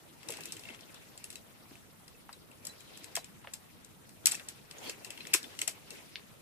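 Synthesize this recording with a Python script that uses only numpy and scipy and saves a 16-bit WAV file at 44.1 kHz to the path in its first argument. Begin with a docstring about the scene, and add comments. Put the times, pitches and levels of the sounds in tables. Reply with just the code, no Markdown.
"""Outdoors below a rock face: metal gear knocks together on a climber's harness.
Each knock is a short chatter of contacts in heavily damped metal, scattered back by the rough rock.
Hanging pieces ring and jingle, metal snaps on stone, shoes and rope thud and scuff.
Far valley air and microphone hiss lie underneath."""
import sys
import numpy as np
from scipy import signal
from scipy.io import wavfile

SR = 44100
rng = np.random.default_rng(int(sys.argv[2]) if len(sys.argv) > 2 else 0)


def store_pcm(level_fs):
    """Save levels as 16-bit WAV."""
    pcm = np.round(np.clip(level_fs, -1, 1) * 32767).astype(np.int16)
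    wavfile.write(sys.argv[1], SR, np.atleast_2d(pcm).T)


N = 282681


def from_db(db):
    return 10 ** (np.asarray(db) / 20)


def unit_rms(x):
    return x / np.sqrt(np.mean(x ** 2) + 1e-20)


def at_hz(points, hz):
    points_hz, values = np.transpose(points)
    return np.interp(np.log(hz), np.log(points_hz), values)


def pan(left_minus_right_db):
    return from_db([[left_minus_right_db / 2], [-left_minus_right_db / 2]])


def add(out, start_s, sound):
    i = round(start_s * SR)
    out[:, i:i + sound.shape[1]] += sound[:, :N - i]


def grains(shape, per_s, uneven_db):
    """Sparse clicks of uneven size and random sign."""
    sizes = from_db(uneven_db * np.minimum(rng.exponential(1, shape), 4))
    return sizes * rng.choice([-1, 1], shape) * (rng.random(shape) < per_s / SR)


def damped_mode(force, hz, t60_s):
    """One resonance driven by a force."""
    r, w = np.exp(-np.log(1000) / (t60_s * SR)), 2 * np.pi * hz / SR
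    return signal.lfilter([0, np.sin(w)], [1, -2 * r * np.cos(w), r * r], force + 1e-18)


def metal_body(force, modes, tints_db, draws):
    """Parallel modes; each blow finds the pieces lying differently, so pitch and strength shift."""
    out = 0
    for (hz, db, t60_s, pan_db), tint_db, draw in zip(modes, tints_db, draws):
        shifted_hz = min(hz * (1 + .035 * draw[0]), 15000)
        gain = from_db(db + tint_db + 2.2 * draw[1:, None]) * pan(pan_db)
        out = out + gain * damped_mode(force, shifted_hz, t60_s) / np.sqrt(t60_s)
    return out


# Damped modes of the bunched gear, low (clank) and high (tick).
# Each row: frequency in Hz, relative level in dB, t60 in seconds, left minus right in dB.
CLANK_MODES = [(2150, -4, .006, 6), (2660, 2, .013, 7), (3150, -3, .007, 6)]
TICK_MODES = [(4310, 14, 0.0072, 4.5), (5370, 12, 0.0045, 11.5), (6500, 10, 0.0011, 11.5),
              (6790, -6.5, 0.0064, 14.5), (7720, 18.5, 0.0072, 1.5), (9400, 3, 0.012, 21),
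              (11400, -13, 0.005, 1), (11940, 3, 0.0021, -12), (13700, -5.5, 0.00057, -6)]
# Each row: start in seconds, tick peak in dB, clank rms over the first 10 ms in dB, tick centre in Hz.
GEAR_KNOCKS = [(0.2296, -42, -53.5, 5400), (0.2851, -24, -46.5, 5800), (.303, -27, -47, 11100),
               (0.3207, -28.5, -47.5, 9020), (0.3363, -35, -49, 6600), (0.3693, -33, -49.5, 5270),
               (.4057, -32.5, -53, 8100), (0.434, -34, -60, 5500), (0.4548, -27, -51, 8360),
               (.521, -22.5, -56, 6200), (0.5662, -32.5, -50.5, 7840), (0.5926, -38, -68, 5080),
               (0.635, -40, -51, 4150), (0.6524, -47, -48, 7990), (0.6861, -42.5, -44, 6560),
               (0.7026, -49, -48, 4360), (0.736, -53, -56, 4000), (0.7453, -53, -51, 7040),
               (0.79, -58, -56, 4050), (0.8068, -40, -70, 5380), (0.9426, -37.5, -58, 5490),
               (1.175, -33.5, -60, 6700), (1.2402, -27.5, -48.5, 8560), (1.302, -29, -51.5, 10500),
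               (1.3268, -35, -55.5, 8470), (1.355, -30.5, -48, 5700), (1.753, -49, -54.5, 6500),
               (2.0784, -40, -58, 5530), (2.3272, -36.5, -56, 5370), (2.5134, -47, -57.5, 5200),
               (2.6506, -30, -73, 11000), (2.6681, -26, -72, 7800), (2.804, -39, -57, 7600),
               (2.972, -36, -56, 7760), (3.034, -44, -69, 6000), (3.042, -30, -50.5, 7850),
               (3.1527, -18.5, -37, 8040), (3.1634, -19, -42.5, 6650), (3.243, -33, -56.5, 7040),
               (3.5357, -25.5, -49, 7200), (3.8456, -38.5, -67, 8000), (4.091, -42.5, -61, 8700),
               (4.2564, -7.5, -34, 8900), (4.2688, -7.5, -36.5, 10000), (4.3117, -20, -50, 8900),
               (4.318, -15.5, -41, 8820), (4.344, -28, -42, 5000), (4.35, -24.5, -44, 7100),
               (4.396, -41, -47, 7550), (4.4853, -24, -83, 9500), (4.7103, -33.5, -50, 4330),
               (4.782, -50, -61, 6400), (4.8947, -22.5, -40, 4740), (5.0464, -26, -47.5, 6600),
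               (5.103, -28.5, -43.5, 7500), (5.1742, -39.5, -46, 3840), (5.2043, -48, -44, 4100),
               (5.251, -52, -48, 5170), (5.2685, -31, -46, 4480), (5.3331, -25, -31.5, 7700),
               (5.3366, -3.5, -25, 8400), (5.3453, -16, -32, 7800), (5.4293, -32, -74, 4840),
               (5.4404, -43, -48, 4650), (5.549, -46, -57, 4580), (5.589, -22, -40, 5600),
               (5.6145, -16, -33, 7600), (5.674, -34, -43, 4000), (5.6766, -13.5, -38, 8700),
               (5.904, -30, -64, 6660)]


def gear_knocks(chatter_s=.0038, scatter_t60_s=.13, scatter_gain_db=-36, spray_gain_db=-15.5):
    """A few ms of contacts and their patter of rock echoes drive the metal's modes."""
    out, t = np.zeros((2, N)), np.arange(int(.16 * SR)) / SR
    tick_hz = np.array(TICK_MODES)[:, 0]
    spread_octaves, left_lag_samples = .68, 4
    bass_cut = signal.butter(4, 1900, "high", fs=SR, output="sos")  # small parts radiate no bass
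    tick_cut = signal.butter(2, 3000, "high", fs=SR, output="sos")
    spray_band = signal.butter(2, [1500, 10300], "band", fs=SR, output="sos")
    attack, fade = 1 - np.exp(-t / .00098), np.exp(-(t / chatter_s) ** 2)
    echo_envelope = np.exp(-np.log(1000) * t / scatter_t60_s) * (1 - fade)
    for start_s, tick_db, clank_db, centre_hz in GEAR_KNOCKS:
        contacts = grains(len(t), per_s=6600, uneven_db=4.5) * attack * fade
        contacts[20] = .29  # first touch
        contacts /= np.linalg.norm(contacts)
        direct = np.array([np.roll(contacts, left_lag_samples), contacts])
        patter = rng.standard_normal((2, len(t))) * echo_envelope
        force = signal.sosfilt(bass_cut, direct + from_db(scatter_gain_db) * patter)
        draws = rng.standard_normal((len(CLANK_MODES) + len(TICK_MODES), 3))
        clank = metal_body(force, CLANK_MODES, np.zeros(len(CLANK_MODES)), draws)
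        clank /= np.sqrt(np.mean(clank[:, :int(.01 * SR)] ** 2))
        tints_db = -6 * (np.log2(tick_hz / centre_hz) / spread_octaves) ** 2
        tick = metal_body(force, TICK_MODES, tints_db, draws[len(CLANK_MODES):])
        tick = signal.sosfilt(tick_cut, tick)
        tick /= np.abs(tick).max(axis=1).mean()
        spray = from_db(spray_gain_db) * signal.sosfilt(spray_band, patter[::-1])  # unpitched echoes
        add(out, start_s, from_db(clank_db) * clank + from_db(tick_db) * (tick + spray))
    return out


# Decay of hanging pieces. Each row: frequency in Hz, t60 in seconds.
RING_DECAY = [(2680, 0.07), (4000, 0.078), (6630, 0.012), (10900, .055)]
# Each row: start in seconds, peak in dB, pitch in Hz.
HANGING_RINGS = [(0.302, -33.5, 11040), (0.407, -43, 2650), (1.248, -48, 10700), (1.304, -42, 10850),
                 (1.356, -47, 3900), (2.146, -56, 2600), (2.333, -47, 3900), (2.692, -43.5, 4020),
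                 (3.19, -45, 3950), (4.783, -36.5, 6630), (5.205, -41, 4120), (5.441, -40, 3510),
                 (5.909, -43, 2680)]


def hanging_rings(jostle_s=.0045):
    """A freely hanging piece is jostled and sings on briefly in one wavering mode."""
    out, t = np.zeros((2, N)), np.arange(int(.15 * SR)) / SR
    for start_s, peak_db, hz in HANGING_RINGS:
        force = rng.standard_normal((2, len(t))) * np.exp(-t / jostle_s)
        tone = damped_mode(force, hz, at_hz(RING_DECAY, hz))
        add(out, start_s, from_db(peak_db) * tone / np.abs(tone).max())
    return out


# Each row: start in seconds, end in seconds, level in dB, pitch in Hz.
HARNESS_SWAYS = [(0.27, 0.562, -58, 2660), (0.627, .77, -56.5, 2130), (2.752, 3.123, -68, 3940),
                 (4.813, 4.92, -49, 3240), (4.837, 4.937, -48.5, 4440), (5.0, 5.37, -60, 2670)]


def harness_jingle(edge_s=.046):
    """While the harness sways, small uneven jolts keep one gear mode ringing."""
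    out, t = np.zeros((2, N)), np.arange(SR // 2) / SR
    for start_s, end_s, db, hz in HARNESS_SWAYS:
        jolts = grains((2, len(t)), per_s=590, uneven_db=2)
        sway = np.clip(np.minimum(t, end_s - start_s - t) / edge_s, 0, 1)
        add(out, start_s, from_db(db) * sway * unit_rms(damped_mode(jolts, hz, t60_s=.015)))
    return out


# Each row: start in seconds, peak before panning in dB, nominal band centre in Hz.
STONE_SNAPS = [(1.711, -47, 2020), (2.292, -38, 1270), (3.172, -30, 2290), (3.443, -47, 1700),
               (3.473, -30, 2300), (5.346, -20, 1860), (6.1569, -21.5, 3400), (6.196, -42, 3500)]


def stone_snaps(scatter_t60_s=.14, pan_db=3):
    """One dry contact of metal on stone: a band-limited click with faint patter from the rock."""
    out, t = np.zeros((2, N)), np.arange(int(.08 * SR)) / SR
    for start_s, peak_db, hz in STONE_SNAPS:
        patter = .032 * rng.standard_normal((2, len(t))) * np.exp(-np.log(1000) * t / scatter_t60_s)
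        band = signal.butter(4, [hz / 2, hz * 1.39], "band", fs=SR, output="sos")
        snap = signal.sosfilt(band, (t == 0) + patter)
        add(out, start_s, from_db(peak_db) * pan(pan_db) * snap / np.abs(snap).max())
    return out


# Each row: start in seconds, peak before panning in dB, pitch in Hz.
STONE_THUDS = [(.294, -35.5, 470), (.386, -40, 643), (.7, -43.5, 265), (1.71, -42.5, 292),
               (2.291, -40, 960), (3.169, -28, 720), (3.443, -40.5, 880), (3.471, -41, 533),
               (4.24, -46, 373), (4.327, -38, 900), (4.864, -41, 476), (4.891, -40, 423), (5.345, -31, 370),
               (5.622, -41.5, 344), (5.677, -36.5, 675)]


def stone_thuds(t60_cycles=5.9, pan_db=1.4):
    """Shoes, rope and gear land softly on stone: grit drives a dull mode and two broader overtones."""
    out, t = np.zeros((2, N)), np.arange(int(.12 * SR)) / SR
    envelope = np.exp(-t / .0091) * (1 - np.exp(-t / .00044))
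    for start_s, peak_db, hz in STONE_THUDS:
        noise, t60_s = rng.standard_normal((3, len(t))), t60_cycles / hz
        bass_cut = signal.butter(4, .83 * hz, "high", fs=SR, output="sos")
        force = signal.sosfilt(bass_cut, (noise[0] + .81 * noise[1:]) * envelope)
        thud = damped_mode(force, hz, t60_s)
        thud += .39 * damped_mode(force, 1.26 * hz, t60_s / 2)
        thud += .42 * damped_mode(force, 2.76 * hz, t60_s / 3)
        add(out, start_s, from_db(peak_db) * pan(pan_db) * thud / np.abs(thud).max())
    return out


def drift(corner_hz, hop=40):
    """Slow random wander of unit rms."""
    r = np.exp(-2 * np.pi * corner_hz * hop / SR)
    noise = rng.standard_normal(N // hop + 2002)
    slow = signal.lfilter([1], [1, -2 * r, r * r], noise)[2000:]
    return np.interp(np.arange(N) / hop, np.arange(len(slow)), unit_rms(slow))


# Stereo width of scuff and air. Each row: frequency in Hz, left-right correlation.
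STEREO_CORRELATION = [(60, -0.012), (180, 0.14), (550, 0.11), (1650, -0.051), (4970, -0.023),
                      (15000, -0.11)]


def flickering_bands(noises, spectrum, flicker_db, calmer_above_hz=1040):
    """Half-octave noise bands, each with its own level, flicker and stereo width."""
    out, edges_hz = 0, 22 * 2 ** np.arange(0, 10, .5)
    for k, (low_hz, high_hz) in enumerate(zip(edges_hz, edges_hz[1:])):
        band = signal.butter(2, [low_hz, high_hz], "band", fs=SR, output="sos")
        mid, side = signal.sosfilt(band, noises[k % 2])
        hz = np.sqrt(low_hz * high_hz)
        correlation = at_hz(STEREO_CORRELATION, hz)
        stereo = np.sqrt(1 + correlation) * mid + np.sqrt(1 - correlation) * side * [[1], [-1]]
        depth_db = flicker_db * min(1, calmer_above_hz / hz) ** .17
        out = out + from_db(at_hz(spectrum, hz) + depth_db * drift(corner_hz=19)) * stereo
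    return out


# Rubbing strength. Each row: time in seconds, gain in dB.
SCUFF_ENVELOPE = [(0, -64.5), (.21, -63), (.3, -51.5), (.62, -58), (.7, -54.5), (.78, -59.5), (1.69, -64),
                  (1.73, -60), (1.85, -66.5), (2.62, -64.5), (2.67, -57.5), (2.8, -60.5), (3.05, -58),
                  (3.3, -63.5), (4.22, -66.5), (4.3, -50.5), (4.45, -58.5), (4.68, -64), (4.81, -53),
                  (4.87, -46), (4.95, -58), (5.45, -54.5), (5.85, -61.5), (5.95, -54), (6.1, -61.5),
                  (6.41, -64.5)]
# Each row: frequency in Hz, band gain in dB.
SCUFF_SPECTRUM = [(90, -41), (220, 11.5), (500, 9.5), (1200, 2), (2600, 5.5), (4500, 1.5), (8000, -2.5),
                  (15000, -8)]


def rope_scuff(pan_db=2):
    """Cloth and rope rub in dense gritty grains."""
    times_s, gains_db = np.transpose(SCUFF_ENVELOPE)
    rubbing = from_db(np.interp(np.arange(N) / SR, times_s, gains_db))
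    grit = unit_rms(grains((2, 2, N), per_s=7000, uneven_db=2.5))
    return rubbing * pan(pan_db) * flickering_bands(grit, SCUFF_SPECTRUM, flicker_db=3.5)


# Each row: frequency in Hz, relative band gain in dB.
AIR_SPECTRUM = [(15, -40), (25, -12), (47, -5), (117, 4), (205, 1.5), (368, -5.5), (755, -10),
                (1190, -10.5), (2640, -21.5), (5860, -26), (8510, -18), (13000, -17), (14500, -22)]


def valley_air(rms_db=-57.8):
    """Far wind and valley noise in the bass, microphone hiss above."""
    noises = rng.standard_normal((2, 2, N))
    return from_db(rms_db) * unit_rms(flickering_bands(noises, AIR_SPECTRUM, flicker_db=2.5))


def scene():
    metal = gear_knocks() + hanging_rings() + harness_jingle() + stone_snaps()
    return metal + stone_thuds() + rope_scuff() + valley_air()


def record(dry):
    """A steep low-pass cuts the top treble."""
    cutoff_hz = 14700
    return signal.sosfilt(signal.cheby1(10, .5, cutoff_hz, fs=SR, output="sos"), dry)


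dry = scene()
out = record(dry)
store_pcm(out)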